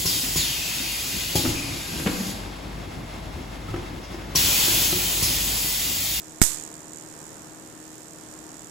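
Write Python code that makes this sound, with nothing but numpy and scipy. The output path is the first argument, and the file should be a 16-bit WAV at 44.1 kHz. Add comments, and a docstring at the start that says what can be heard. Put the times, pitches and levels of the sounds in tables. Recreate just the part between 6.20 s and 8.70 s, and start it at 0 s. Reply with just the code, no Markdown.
"""In a small room, a high-voltage supply ticks about 78 times a second over a fan-like hum and hiss.
One spark jumps between two wire tips: its shock wave cracks, reflects off table and walls and leaves
a short bright reverberation. Each charging pulse gives a brief ring near 7 kHz; the pulses slow and
strengthen as the supply recharges. The right microphone hears the brighter crack and nearly all the
ticking; the blast overloads it, which adds a low thump."""
import sys
import numpy as np
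from scipy import signal
from scipy.fft import rfft, irfft, next_fast_len
from scipy.io import wavfile
from scipy.ndimage import map_coordinates

SR = 44100
rng = np.random.default_rng(int(sys.argv[2]) if len(sys.argv) > 2 else 0)


def put_to_file(sound):
    """Save the sound as 16-bit audio at rate SR, in the file named by the first command-line argument."""
    columns = np.atleast_2d(sound).T  # one column per channel
    safe = np.clip(columns, -1, 1)
    whole_steps = np.round(safe * 32767)
    wavfile.write(sys.argv[1], SR, whole_steps.astype(np.int16))


N = 110250
SPARK_S = .2165

# Spectrum of the crack at each microphone: f/Hz, relative level/dB
CRACK_LEFT = [(100, -24), (650, -34), (1020, -13), (1420, 5.5), (1800, 2), (2200, 7), (2800, -7),
              (4000, -1.5), (7000, -24), (12000, 2), (15000, -21.5)]
CRACK_RIGHT = [(100, -1.5), (1000, -25.5), (1800, -12), (2800, -15.5), (4000, -16), (5800, -5.5),
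               (7000, -3), (8000, 0), (9500, -6.5), (12000, -20), (15000, -11.5)]
# Early reflections: delay t/s, left level/dB, right level/dB
REFLECTIONS = [(.0021, -4, 10), (.003, -6, 13.5), (.0046, -15, 0.5), (.0091, -10, 11), (0.0107, -7, 8.5),
               (0.0134, -13, -1), (0.014, -20, 3), (.0195, -22, -3), (0.0209, -26, 9), (0.0235, -17, 0.5),
               (0.0304, -19, -1)]

def spark_crack():
    """Shock radiation and reflection: two pressure edges, the channel's brief roar, then echoes."""
    shock_db, roar_db = [7.5, 12], [-6, -4]  # left, right
    second_edge_s = SPARK_S + .00032
    pair = []
    for side, colour in enumerate([CRACK_LEFT, CRACK_RIGHT]):
        shock = impulse(colour, second_edge_s) - amp(-4.5) * impulse(colour, SPARK_S)
        roar = amp(roar_db[side]) * burst(colour, second_edge_s, t60=.012)
        echoes = sum(amp(db[side]) * burst(colour, SPARK_S + delay, t60=.0074)
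                     for delay, *db in REFLECTIONS)
        pair.append(amp(shock_db[side]) * shock + roar + echoes)
    return np.array(pair)


# Initial spectrum of the diffuse field at each microphone: f/Hz, relative level/dB
TAIL_LEFT = [(100, -9), (500, -3), (1000, 11.5), (1900, 8.5), (2800, 1.5), (5000, 3.5), (9000, 5),
             (13000, 4), (14500, 4.5)]
TAIL_RIGHT = [(100, -43), (1000, -27), (2200, -22), (3500, -13), (5800, -4), (7000, 2.5), (7900, 3),
              (9500, -2), (12000, -3), (14500, -6.5)]
# Reverberation time of the room: f/Hz, T60/s
ROOM_T60 = [(200, .3), (2000, 0.75), (5000, 0.45), (8000, 0.41), (14000, 0.31)]

def reverberation():
    """Diffuse-field decay: the crack's tail dies exponentially, each frequency at its own rate."""
    hz, t, spectra = signal.stft(np.array([noise(TAIL_LEFT), noise(TAIL_RIGHT)]), SR, nperseg=256)
    fade = amp(-60 * np.maximum(t - SPARK_S, 0) / along(ROOM_T60, hz)[:, None])
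    tail = signal.istft(spectra * fade, SR, nperseg=256)[1][:, :N]
    build_up = 1 - np.exp(-np.maximum(clock() - SPARK_S, 0) / .0042)
    return amp([[-28.5], [-12]]) * tail * build_up


def overload_thump(rise_s=.000788, coupling_hz=3.9):
    """High-pass recovery: the blast shoves the right microphone one way; its coupling swings back."""
    u = np.maximum(clock() - SPARK_S, 0) / rise_s
    push = -amp(13.5) * (u * np.exp(1 - u)) ** 3.25
    right = filtered(push, lambda hz: 1j * hz / (coupling_hz + 1j * hz))
    return np.array([np.zeros(N), right])


# Repetition rate of the unloaded supply: t/s, f/Hz
PULSE_RATE = [(0, 78.2), (.7, 78.15), (.85, 78), (1.05, 78.33), (1.45, 78.57), (1.65, 78.26), (2.5, 78.24)]
# Strength of its pulses: t/s, level/dB
PULSE_LEVEL = [(0, -34.5), (.2, -34.5), (.46, -30.5), (.5, -34.5), (.58, -33.5), (.7, -34), (.78, -29),
               (.84, -34.5), (1.05, -33.5), (1.3, -36.5), (1.5, -37.5), (1.7, -35), (2.05, -36.5),
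               (2.25, -34), (2.5, -34.5)]
# Single pulses that hit harder: t/s, added level/dB
HARD_PULSES = [(.5415, 3.5), (.7345, 3)]

def charging_pulses(sag_hz=6.9, boost_db=24.5, recharge_s=.13):
    """Exponential relaxation: the load after the spark slows and strengthens the pulses, then fades."""
    t = clock()
    load = (t > SPARK_S) * np.exp(-np.abs(t - SPARK_S) / recharge_s)
    rate = over_time(PULSE_RATE) - sag_hz * load
    cycles = np.cumsum(rate) / SR - .44
    starts = np.flatnonzero(np.diff(np.floor(cycles)))
    level_db = (over_time(PULSE_LEVEL) + boost_db * load)[starts]
    level_db += 1.7 * (-1) ** np.arange(len(starts)) * (t[starts] > 1.2)  # strong and weak alternate
    level_db += rng.standard_normal(len(starts))
    for time_s, extra_db in HARD_PULSES:
        level_db[np.argmin(np.abs(t[starts] - time_s))] += extra_db
    return starts, level_db


# Modes of each tick's ring: f/Hz, relative level/dB, T60/s
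TICK_MODES = [(5660, -15, 0.019), (6250, -17.5, 0.017), (6723, -4.5, 0.023), (7125, -1.5, 0.016),
              (7610, 0, 0.01), (7806, -5.5, 0.012), (8440, -24, 0.029), (9150, -19.5, 0.024)]

def supply_ticks(attack_s=.00026, spit_t60=.012):
    """Damped oscillation: each pulse gives a bright ring and a spit of noise, mostly on the right."""
    starts, level_db = charging_pulses()
    age = clock()[:SR // 20]
    hz, db, t60 = np.transpose(TICK_MODES)[:, :, None]
    envelopes = amp(db - .5 - 60 * age / t60) * (1 - np.exp(-age / attack_s))
    phase = rng.uniform(0, 2 * np.pi, hz.shape)
    spit_noise = noise(CRACK_RIGHT)
    ticks = np.zeros(N + len(age))
    for start, tick_db in zip(starts, level_db):
        scatter = rng.normal(0, .4, hz.shape)
        ring = (envelopes * np.sin(2 * np.pi * hz * age + phase + scatter)).sum(axis=0)
        spit = amp(-4 - 60 * age / spit_t60) * np.roll(spit_noise, -start)[:len(age)]
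        ticks[start:start + len(age)] += amp(tick_db) * (ring + spit)
    return amp([[-36], [0]]) * ticks[:N]


# Spectrum of the ticks' room wash and hiss at each microphone: f/Hz, relative level/dB
HISS_LEFT = [(300, -61), (1500, -11.5), (2800, 1.5), (5000, 0), (8000, -1.5), (14500, -3)]
HISS_RIGHT = [(300, -11), (1500, -8.5), (3000, -5), (4600, -5), (5600, 0), (6300, -1.5), (7200, 1),
              (8300, 1.5), (9200, -3.5), (11000, -8.5), (14500, -10.5)]

def hiss():
    """Incoherent noise: an independent hiss on each side, louder and slightly wavering on the right."""
    left = amp(-54.5) * noise(HISS_LEFT)
    right = noise(HISS_RIGHT) * amp(-47 + .46 * wobble(6.3))
    return np.array([left, right])


# Spectrum of the rushing air: f/Hz, relative level/dB
AIR_SPECTRUM = [(20, -15), (90, -3.5), (160, -1.5), (280, 0), (420, -2), (600, -5), (900, -7.5),
                (1700, -11), (2600, -22.5), (3400, -48), (5700, -100)]
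# Its likeness at the two microphones: f/Hz, correlation coefficient
AIR_CORRELATION = [(60, 0.3), (130, 0.5), (290, 0.77), (640, 0.56), (1400, 0.039), (3100, 0.33)]
# Level of the low rush, slightly quieter around the spark, then gently wavering: t/s, relative level/dB
BACKGROUND_LEVEL = [(0, -2), (.2, -1), (.3, -1.5), (.47, 1), (.8, 0), (1.2, 1.5), (1.8, -2), (2.25, 1),
                    (2.5, -1)]

def fan_air():
    """Partial coherence: a low rush of air, mixed from in-phase and antiphase noise at each frequency."""
    angle = lambda hz: np.arccos(along(AIR_CORRELATION, hz)) / 2
    mid = filtered(noise(AIR_SPECTRUM), lambda hz: np.cos(angle(hz)))
    side = filtered(noise(AIR_SPECTRUM), lambda hz: np.sin(angle(hz)))
    air = amp(-47.5 + over_time(BACKGROUND_LEVEL)) * np.array([mid + side, mid - side])
    return amp([[1.5], [-1.5]]) * air


# Partials of the hum: f/Hz, rms level before panning/dB
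HUM_PARTIALS = [(120, -65.5), (159, -61), (312.5, -52), (393, -67.5), (684, -67), (861, -71.5), (942, -69),
                (1803, -71.5)]

def fan_hum():
    """Random modulation: tones waver in amplitude and phase, a little to the left."""
    hum = np.zeros(N)
    for hz, db in HUM_PARTIALS:
        peak = np.sqrt(2) * amp(db + wobble(6.54))
        hum += peak * np.sin(2 * np.pi * hz * clock() + .3 * wobble(9.06))
    return amp([[3], [-3]]) * hum


def impulse(spectrum, start, size=4096):
    """Minimum phase: folding the cepstrum gives a causal pulse of this spectrum and energy 1."""
    cepstrum = irfft(np.log(amp(along(spectrum, np.fft.rfftfreq(size, 1 / SR)))))
    cepstrum[1:size // 2] *= 2
    cepstrum[size // 2 + 1:] = 0
    pulse = irfft(np.exp(rfft(cepstrum)))
    return np.pad(pulse / np.linalg.norm(pulse), (round(start * SR), N))[:N]


def burst(spectrum, start, t60):
    """Exponential decay: a burst of coloured noise with energy 1, falling 60 dB in t60 seconds."""
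    age = clock() - start
    white = rng.standard_normal(N) * (age >= 0) * amp(-60 * np.abs(age) / t60)
    coloured = signal.fftconvolve(white, impulse(spectrum, 0)[:SR // 20])[:N]
    return coloured / np.linalg.norm(coloured)


def noise(spectrum):
    """Spectral shaping: coloured noise of rms 1."""
    x = filtered(rng.standard_normal(N), lambda hz: amp(along(spectrum, hz)))
    return x / np.sqrt(np.mean(x ** 2) + 1e-20)


def filtered(x, response):
    """Linear filtering: the spectrum of x times a frequency response."""
    size = next_fast_len(N + SR // 2)
    return irfft(rfft(x, size) * response(np.fft.rfftfreq(size, 1 / SR)), size)[..., :N]


def wobble(rate):
    """Spline interpolation of random knots, rate of them a second."""
    return map_coordinates(rng.standard_normal(int(N * rate / SR) + 4), [clock() * rate])


def along(points, hz):
    """Interpolation on a logarithmic frequency axis."""
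    f, values = np.transpose(points)
    return np.interp(np.log(hz + 1), np.log(f + 1), values)


def over_time(points):
    """Linear interpolation in time."""
    return np.interp(clock(), *np.transpose(points))


def amp(db):
    """Decibels to amplitude ratio."""
    return 10 ** (np.asarray(db) / 20)


def clock():
    """Sample times, t/s."""
    return np.arange(N) / SR


def scene():
    """Superposition: the spark, the running supply and the background add at each microphone."""
    spark = spark_crack() + reverberation() + overload_thump()
    return spark + supply_ticks() + hiss() + fan_air() + fan_hum()


def record(dry, cutoff_hz=14600):
    """Saturation and band limiting: clipping at full scale, then a steep low-pass."""
    return filtered(np.clip(dry, -1, 1), lambda hz: 1 / np.sqrt(1 + (hz / cutoff_hz) ** 120))


dry = scene()
out = record(dry)
put_to_file(out)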